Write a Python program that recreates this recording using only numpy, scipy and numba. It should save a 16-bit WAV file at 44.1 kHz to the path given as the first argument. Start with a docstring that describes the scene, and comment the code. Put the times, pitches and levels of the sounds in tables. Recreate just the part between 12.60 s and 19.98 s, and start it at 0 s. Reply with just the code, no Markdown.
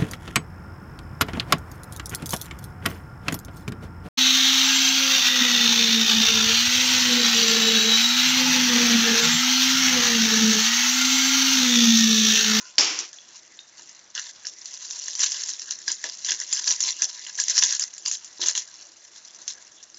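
"""A small pan of seeds, onion rings, chillies and brittle leaves in a little oil, close under a phone.
A blurred clink fades from earlier clatter; almost at once a pod bursts, a noise roar that shakes the pan.
Then damped-sine steam pockets sizzle, and spoon strokes swell them into flurries among sharp pops and knocks.
The knocks drive the pan's resonances; pops and knocks echo off kitchen tiles through a delay network.
Late on the sizzle sinks. Shaped noise hisses underneath throughout: the gas flame and the house."""
import sys
import numpy as np
from scipy import signal
from scipy.fft import rfft, irfft
from scipy.io import wavfile
from scipy.ndimage import uniform_filter1d
from numba import njit

SR = 44100
rng = np.random.default_rng(int(sys.argv[2]) if len(sys.argv) > 2 else 0)


def wrap_up_sound(samples):
    """Save the sound to the file named by the first command line argument, as 16-bit audio."""
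    columns = np.atleast_2d(samples).T
    # keep every value between -1 and 1, then stretch to whole-number steps
    tamed = np.clip(columns, -1, 1)
    steps = np.round(tamed * 32767).astype(np.int16)
    wavfile.write(sys.argv[1], SR, steps)


N = 325458  # samples

# All dB in the tables stand ahead of the phone; in spectra and pan modes only the balance counts.
# burner and house hiss, spectrum: pitch_hz [Hz], density_db [dB per Hz]
FLAME_SPECTRUM = [(18, -57), (30, -8), (253, 1), (333, -17.5), (609, -0.5), (1690, 2.5), (3230, -5),
                  (5890, 3), (7090, -28.5), (7600, 7.5), (9880, -44), (16700, -120)]
# clink from earlier clatter: pitch_hz [Hz], width_hz [Hz], rms level_db before the fade [dB], t60_s [s]
OPENING_RING = [(1030, 36, -52.5, 0.56), (1460, 170, -48, 0.39), (2470, 40, -59, 0.47),
                (4860, 100, -55, 0.44)]
# resonances of the pan: pitch_hz [Hz], width_hz [Hz], level_db [dB]
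PAN_MODES = [(329.5, 51, -3), (631, 194, -7.5), (974, 80, -15), (1670, 160, -10), (2020, 220, -11.5),
             (2840, 254, -11.5), (3446, 205, -10.5), (4133, 264, -7)]
# roar of the bursting pod, spectrum: pitch_hz [Hz], density_db [dB per Hz]
BURST_SPECTRUM = [(88, -57), (150, -38), (341, -12), (738, -12), (1980, -11), (2410, -5), (4070, -9.5),
                  (5560, -1.5), (7600, -14), (9880, -69), (16700, -120)]
# spoon and flying seeds knock the pan, drive before the mixing gains in knocks():
# start_s [s], level_db [dB], whole_pan_db against level_db [dB], pitch_hz [Hz]
KNOCKS = [(0.182, -8.5, -8.5, 3050), (1.1927, -37, -15, 923), (1.5508, -23.5, -28, 3740),
          (1.5775, -20.5, -18.5, 2970), (1.8481, -28, -20, 1670), (2.4826, -28, -21, 1820),
          (2.596, -21, -25, 3460), (2.6323, -25, -19, 1740), (2.7447, -23.5, -29, 3020),
          (2.8908, -37, -31, 2030), (3.109, -27, -28, 2820), (3.2792, -13.5, -38, 1570),
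          (3.2994, -23.5, -17, 2900), (3.44, -17.5, -11.5, 1750), (3.686, -20, -21, 1620),
          (3.714, -16, -18.5, 3630), (3.8148, -25.5, -19, 1940), (3.977, -22.5, -28, 3130),
          (4.0751, -21, -17, 1690), (4.1061, -18.5, -19, 2830), (4.2788, -21.5, -27, 2620),
          (4.4205, -25, -12.5, 1990), (4.6663, -22.5, -20.5, 2890), (4.7877, -16.5, -39, 1660),
          (4.8821, -23.5, -19, 2030), (4.9789, -20, -30, 1810), (5.024, -8, -26, 2600),
          (5.1247, -20, -28, 3600), (5.2264, -46, -18, 3580), (5.4612, -26.5, -32, 3600),
          (5.7947, -33.5, 8.5, 950), (5.8274, -14, -14, 3400), (5.9519, -19, -23.5, 3100),
          (5.9775, -20, -19.5, 3260), (6.8803, -26, -32, 3570)]
# loudest single pops, drive before the trim and filter in pops(): start_s [s], level_db [dB], pitch_hz [Hz]
POPS = [(0.0538, -31, 5030), (0.182, 4, 4780), (0.1851, 0.5, 5350), (0.2082, -1.5, 5240), (0.389, -9, 5720),
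        (0.5302, -26, 6190), (0.5858, -29.5, 3377), (0.656, -40, 6030), (0.7682, -36, 6720),
        (0.9905, -25, 3700), (1.2203, -29.5, 6760), (1.293, -27, 6150), (1.3487, -30.5, 6040),
        (1.5519, -15.5, 6300), (1.5953, -17, 5930), (1.6585, -34, 5850), (1.853, -20.5, 5280),
        (1.8687, -12, 5520), (2.0572, -19, 5940), (2.1395, -18.5, 6100), (2.174, -21, 6100),
        (2.3087, -13.5, 6040), (2.4239, -23, 5970), (2.4818, -13, 6430), (2.5526, -10.5, 5930),
        (2.593, -6.5, 7080), (2.6075, -8.5, 5860), (2.6309, -9.5, 5730), (2.6414, -5.5, 6150),
        (2.7192, -9, 6150), (2.8355, -15, 5440), (2.8908, -9, 6370), (2.9956, -16, 5630),
        (3.1083, -10, 6050), (3.1884, -25, 6090), (3.2798, -8, 4930), (3.3164, -6.5, 6970),
        (3.4411, -12.5, 5680), (3.6471, -11, 5870), (3.707, -5, 6350), (3.8212, -26, 6210),
        (3.928, -2, 7090), (3.9709, -12, 5000), (4.0422, -11.5, 5790), (4.0751, -3, 5950),
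        (4.1077, -4, 5780), (4.2048, -5, 6870), (4.2378, -10, 6030), (4.3061, -10, 5750),
        (4.4204, 0.5, 6080), (4.6703, -16.5, 6840), (4.7531, -20.5, 6040), (4.7998, -2.5, 5720),
        (4.8828, -7.5, 5980), (4.9033, -9.5, 6200), (4.9541, -12.5, 5660), (4.9791, 2.5, 5590),
        (5.024, -1.5, 5980), (5.036, 1, 6600), (5.1075, -11, 5750), (5.1248, -5.5, 6430),
        (5.1497, -10, 6740), (5.1956, -5, 6850), (5.2268, -10, 6320), (5.3381, -23.5, 6600),
        (5.3802, -18, 7100), (5.4605, -7.5, 4850), (5.4809, -8.5, 7050), (5.5139, -4.5, 6400),
        (5.6454, -19, 6970), (5.8152, -14.5, 4030), (5.8606, -9.5, 6300), (5.8989, -11, 6960),
        (5.9514, -12, 6450), (5.9763, -3.5, 6670), (6.221, -32, 5560), (6.6496, -27.5, 5900),
        (6.7471, -27.5, 6100), (6.8788, -10, 6290), (7.228, -28.5, 5820), (7.3002, -30.5, 6300),
        (7.3447, -27, 5100)]
# sizzle of steam pockets, spectrum: pitch_hz [Hz], density_db [dB per Hz]
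FIZZ_SPECTRUM = [(1760, -37), (3000, -25.5), (4600, -13), (5900, -2.5), (7250, -5.5), (7610, -11.5),
                 (8080, -40), (8520, -40), (11100, -62), (18700, -120)]
# how hard the food sizzles, before and after the burst, more while the spoon stirs:
# start_s [s], treble level_db [dB]
SIZZLE = [
    [(0.0, -42), (0.17, -51.5)],
    [(0.46, -49.5), (0.86, -51.5), (1.58, -54.5), (1.75, -53.5), (1.96, -47.5), (2.29, -37.5),
     (2.73, -32.5), (3.12, -42), (3.77, -39), (4.16, -36), (4.51, -39), (4.79, -41.5), (5.01, -27),
     (5.07, -27.5), (5.24, -48), (5.57, -49), (5.93, -44.5), (6.51, -52), (6.78, -46.5), (7.38, -57)],
]
# spoon crushes leaves and seeds against the pan, then lifts: start_s [s], length_s [s], treble level_db [dB]
STROKES = [(0.726, 0.075, -48.5), (1.157, 0.16, -49.5), (1.542, 0.16, -39), (2.585, 0.078, -28),
           (2.72, 0.17, -35), (3.27, 0.029, -27), (3.425, 0.11, -38.5), (3.643, 0.1, -29),
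           (3.788, 0.042, -32.5), (3.912, 0.11, -34.5), (4.057, 0.073, -22.5), (4.203, 0.099, -26),
           (4.406, 0.02, -30), (4.774, 0.044, -26.5), (4.868, 0.272, -28), (5.188, 0.045, -30.5),
           (5.45, 0.031, -28.5), (5.51, 0.025, -33), (5.799, 0.11, -26), (5.953, 0.017, -26.5),
           (6.36, 0.23, -51), (6.874, 0.017, -34)]
# pan wall, then whole pan, following the sizzle: level_db at a sizzle of -45 dB [dB], slope [dB per dB]
WALL_FOLLOWS = (-54, 0.7)
WHOLE_FOLLOWS = (-67.5, 0.1)
# crackle set off by a pop, then by a knock: level_db against the event's drive [dB], t60_s [s]
POP_FLURRY = (-18, 0.16)
KNOCK_FLURRY = (-13.5, 0.16)

FLAME_DB = -58.5  # rms
BURST_S, BURST_END_S, BURST_T60_S = 0.1815, 0.44, 0.82
BURST_DB, BURST_WHOLE_DB = -17.5, -20.5  # rms of the roar before its fade; whole pan against the roar
STROKE_ATTACK_S, STROKE_RELEASE_DB_PER_S = 0.015, 501.5
STROKE_WALL_DB, STROKE_WHOLE_DB = -10, -35  # against the stroke's treble
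POP_RING_DB, POP_RING_CYCLES, POP_CRACK_DB = -19.5, 150, -20  # dB against the pop's drive
KITCHEN_T60_S, KITCHEN_DAMP, KITCHEN_DB = 0.2, 0.3, -17  # t60 before damping; damping 0 to 1; echo gain
MIC_HZ, SAMPLE_HZ, TOP_HZ, MIRROR_DB = 7820, 16000, 8678, -30


def undb(db):
    """Decibels to amplitude gain."""
    return 10 ** (np.asarray(db) / 20)


def level(x, db):
    """Set the rms level in dB."""
    return x * undb(db) / np.sqrt(np.mean(x ** 2))


def highpass(x, order, hz):
    """Butterworth cut of the bass."""
    return signal.sosfilt(signal.butter(order, hz, "high", fs=SR, output="sos"), x)


def colour(x, points):
    """Shape the spectrum by (Hz, dB) points with minimum phase, so that clicks stay sharp in front."""
    hz, db = np.transpose(points)
    size = 2048
    f = np.maximum(np.arange(size // 2 + 1), 1) * SR / size
    curve_db = np.maximum(np.interp(np.log(f), np.log(hz), db), -70)
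    cepstrum = irfft(np.log(undb(curve_db)))
    # folding the cepstrum forward makes the filter causal
    cepstrum[1:size // 2] *= 2
    cepstrum[size // 2 + 1:] = 0
    return signal.fftconvolve(x, irfft(np.exp(rfft(cepstrum))))[:N]


def ring(x, hz, width_hz):
    """One resonance, gain 1 at its centre."""
    return signal.lfilter(*signal.iirpeak(hz, hz / width_hz, SR), x)


@njit
def grains(n, at, hz, cycles, size):
    """Damped sine blips, each falling to 1 / e in its number of cycles."""
    y = np.zeros(n)
    for k in range(len(at)):
        turn = np.exp((2j * np.pi - 1 / cycles[k]) * hz[k] / SR)
        z = size[k] + 0j
        for i in range(at[k], min(n, at[k] + int(6 * cycles[k] * SR / hz[k]))):
            y[i] += z.imag
            z *= turn
    return y


def walk(rate_hz):
    """Random levels, each held for 1 / rate_hz seconds with slewed steps; spread near 1."""
    hold = int(SR / rate_hz)
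    steps = np.repeat(rng.standard_normal(N // hold + 1), hold)
    return uniform_filter1d(steps, hold // 2)[:N]


@njit
def walls(x, lags, gain, damp):
    """Tiled walls as eight delay lines that feed each other, duller on every round."""
    line, soft, out = np.zeros((8, 4096)), np.zeros(8), np.zeros(len(x))
    for i in range(len(x)):
        total = 0.
        for k in range(8):
            soft[k] += (1 - damp) * (gain[k] * line[k, (i - lags[k]) & 4095] - soft[k])
            total += soft[k]
        out[i] = soft[0] - soft[3] + soft[5] - soft[6]
        for k in range(8):
            line[k, i & 4095] = x[i] + soft[k] - total / 4
    return out


def flame():
    """Steady noise hiss of the burner and the house, wavering a little."""
    hiss = colour(rng.standard_normal(N), FLAME_SPECTRUM)
    return level(undb(1.5 * walk(8)) * hiss, FLAME_DB)


def opening_ring():
    """Blurred clink: noise through narrow resonances, each band dying away evenly in dB."""
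    t = np.arange(N) / SR
    out = np.zeros(N)
    for hz, width_hz, db, t60_s in OPENING_RING:
        band = ring(ring(rng.standard_normal(N), hz, width_hz), hz, width_hz)
        out += undb(-60 * t / t60_s) * level(band, db)
    return out


def pan(force, low=False, wander_db=0):
    """The pan wall answers with modes above 900 Hz, or the whole pan on its stand with those below.
    With wander_db, each mode's level drifts as food and spoon move about."""
    modes = np.zeros(N)
    for k, (hz, width_hz, db) in enumerate(PAN_MODES):
        if (hz < 900) == low:
            gain = undb(db + wander_db * walk(18))
            modes += (-1) ** k * gain * ring(force, hz, width_hz)
    return highpass(modes, 3, 170)


def burst():
    """A pod bursts: a broad noise roar that shakes the whole pan, dies evenly, then falls off short."""
    t = np.arange(N) / SR
    fade_db = -60 * (t - BURST_S) / BURST_T60_S - 250 * np.maximum(t - BURST_END_S, 0)
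    noise = rng.standard_normal(N)
    roar = level(colour(noise, BURST_SPECTRUM), BURST_DB)
    shaken_pan = level(pan(noise, low=True), BURST_DB + BURST_WHOLE_DB)
    onset = np.clip((t - BURST_S) / 0.0013, 0, 1)
    return (roar + shaken_pan) * undb(np.minimum(fade_db, 0)) * onset


def knocks():
    """Each knock pushes the wall near its own pitch, waking the closest modes most, and jolts the whole pan."""
    start_s, level_db, whole_db, hz = np.transpose(KNOCKS)
    at = (start_s * SR).astype(np.int64)
    push = grains(N, at, hz, 2.73 + 0 * start_s, undb(level_db))
    jolt = np.zeros(N)
    jolt[at] = undb(level_db + whole_db)
    contact = undb(6.0) * np.gradient(push)
    wall = undb(12.0) * pan(push)
    whole = undb(22.5) * pan(jolt, low=True)
    return highpass(contact + wall + whole, 3, 260)


def pops():
    """Each pop is a sharp blip with a few splinters close behind; so small a source sends out no bass. 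The
    pan's bowl rings on at the pop's pitch, and the bursting skin cracks an octave lower."""
    start_s, level_db, hz = np.transpose(POPS)
    draw = rng.random((len(start_s), 3, 4))
    splinter = np.arange(4) > 0  # the first of four blips is the pop itself
    lag_s = 0.0026 * draw[:, 0] * splinter
    at = ((start_s[:, None] + lag_s) * SR).astype(np.int64)
    tone_hz = hz[:, None] * (1 + 0.5 * (draw[:, 1] - .5) * splinter)
    size = undb(level_db[:, None] - 1000 * lag_s - 8 * splinter)  # 1 dB less per ms
    cycles = 3 + 4 * draw[:, 2]
    blips = grains(N, at.ravel(), tone_hz.ravel(), cycles.ravel(), size.ravel())
    first = at[:, 0].copy()
    bowl_ring = grains(N, first, hz, POP_RING_CYCLES + 0 * start_s, undb(level_db + POP_RING_DB))
    crack = grains(N, first, hz / 2, 1 + 0 * start_s, undb(level_db + POP_CRACK_DB))
    return undb(-3.0) * highpass(blips + bowl_ring + crack, 2, 1500)


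def flurry(start_s, level_db, shape):
    """Power envelope of crackles set off by events: a sudden rise at each, then an even fade in dB."""
    under_db, t60_s = shape
    kicks = np.zeros(N)
    np.add.at(kicks, (start_s * SR).astype(np.int64), undb(2 * (level_db + under_db)))
    return signal.lfilter([1], [1, -undb(-2 * 60 / t60_s / SR)], kicks)


def strokes():
    """Power envelope of the spoon's pressure: quick rise, hold, steep release."""
    t = np.arange(N) / SR
    press = np.zeros(N)
    for start_s, length_s, db in STROKES:
        release_db = STROKE_RELEASE_DB_PER_S * np.clip(t - start_s - length_s, 0, 1)
        rise = np.clip((t - start_s) / STROKE_ATTACK_S, 0, 1)
        press += undb(2 * (db - release_db)) * rise
    return press


def crackle():
    """Thousands of steam pockets a second sizzle and drive the pan, some bigger than the rest.
    Spoon strokes swell all of it; pops set off flurries in the treble, knocks in the pan."""
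    treble_db = np.interp(np.arange(N) / SR, *np.transpose(np.vstack(SIZZLE)))
    wall_db = WALL_FOLLOWS[0] + WALL_FOLLOWS[1] * (treble_db + 45)
    whole_db = WHOLE_FOLLOWS[0] + WHOLE_FOLLOWS[1] * (treble_db + 45)
    pop_s, pop_db, _ = np.transpose(POPS)
    knock_s, knock_db, knock_whole_db, _ = np.transpose(KNOCKS)

    # powers add, then the root gives amplitude
    press = strokes()
    treble_power = undb(2 * treble_db) + press + flurry(pop_s, pop_db, POP_FLURRY)
    wall_power = undb(2 * wall_db) + undb(2 * STROKE_WALL_DB) * press
    wall_power += flurry(knock_s, knock_db, KNOCK_FLURRY)
    whole_power = undb(2 * whole_db) + undb(2 * STROKE_WHOLE_DB) * press
    whole_power += flurry(knock_s, knock_db + knock_whole_db, KNOCK_FLURRY)

    # single steam pockets over the whole scene, 2.5 to 8 kHz
    draw = rng.random((18000, 4)).T
    at = (draw[0] * N).astype(np.int64)
    patches = walk(70)
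    size = undb(np.minimum(-3.6 * np.log(draw[1]), 18) + 2.5 * patches[at])
    hz = 2500 * (8000 / 2500) ** draw[2]
    blips = grains(N, at, hz, 2 + 8 * draw[3] ** 2, size)
    force = np.zeros(N)
    np.add.at(force, at, size * np.sign(draw[3] - .5))

    # the finest bubbles blur into a hiss under the blips
    hiss = undb(2.5 * patches) * rng.standard_normal(N)
    fizz = colour(level(blips, 0) + level(hiss, -4), FIZZ_SPECTRUM)
    wall = pan(level(force, 0) + level(hiss, -3), wander_db=4)
    whole = pan(rng.standard_normal(N), low=True, wander_db=3)
    treble_part = np.sqrt(treble_power) * level(fizz, 0)
    wall_part = np.sqrt(wall_power) * level(wall, 0)
    whole_part = np.sqrt(whole_power) * level(whole, 0)
    return treble_part + wall_part + whole_part


def scene():
    """Pops and knocks echo off the tiles; crackle, burst, flame and clink stay dry."""
    near = pops() + knocks()
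    lags = rng.integers(150, 1500, 8)  # samples
    round_gain = undb(-60 * lags / SR / KITCHEN_T60_S)
    tiles = walls(near + 1e-18, lags, round_gain, KITCHEN_DAMP)  # tiny offset avoids slow denormals
    mix = near + undb(KITCHEN_DB) * tiles
    mix = mix + crackle() + burst() + flame() + opening_ring()
    return mix[None]


def record(dry):
    """The phone rounds peaks and has the band of 16 kHz sampling, with a faint mirror of its top."""
    x = highpass(np.tanh(1.3 * dry) / 1.3, 1, 60)
    x = signal.sosfilt(signal.cheby2(12, 30, MIC_HZ, fs=SR, output="sos"), x)
    # multiplying by the sampling tone folds the band over; only the part above 8250 Hz is kept
    mirror = 2 * x * np.cos(2 * np.pi * SAMPLE_HZ * np.arange(N) / SR)
    mirror = signal.sosfilt(signal.ellip(10, 1, 80, 8250, "high", fs=SR, output="sos"), mirror)
    top = signal.ellip(10, .5, 75, TOP_HZ, fs=SR, output="sos")
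    return signal.sosfilt(top, x + undb(MIRROR_DB) * mirror)


dry = scene()
out = record(dry)
wrap_up_sound(out)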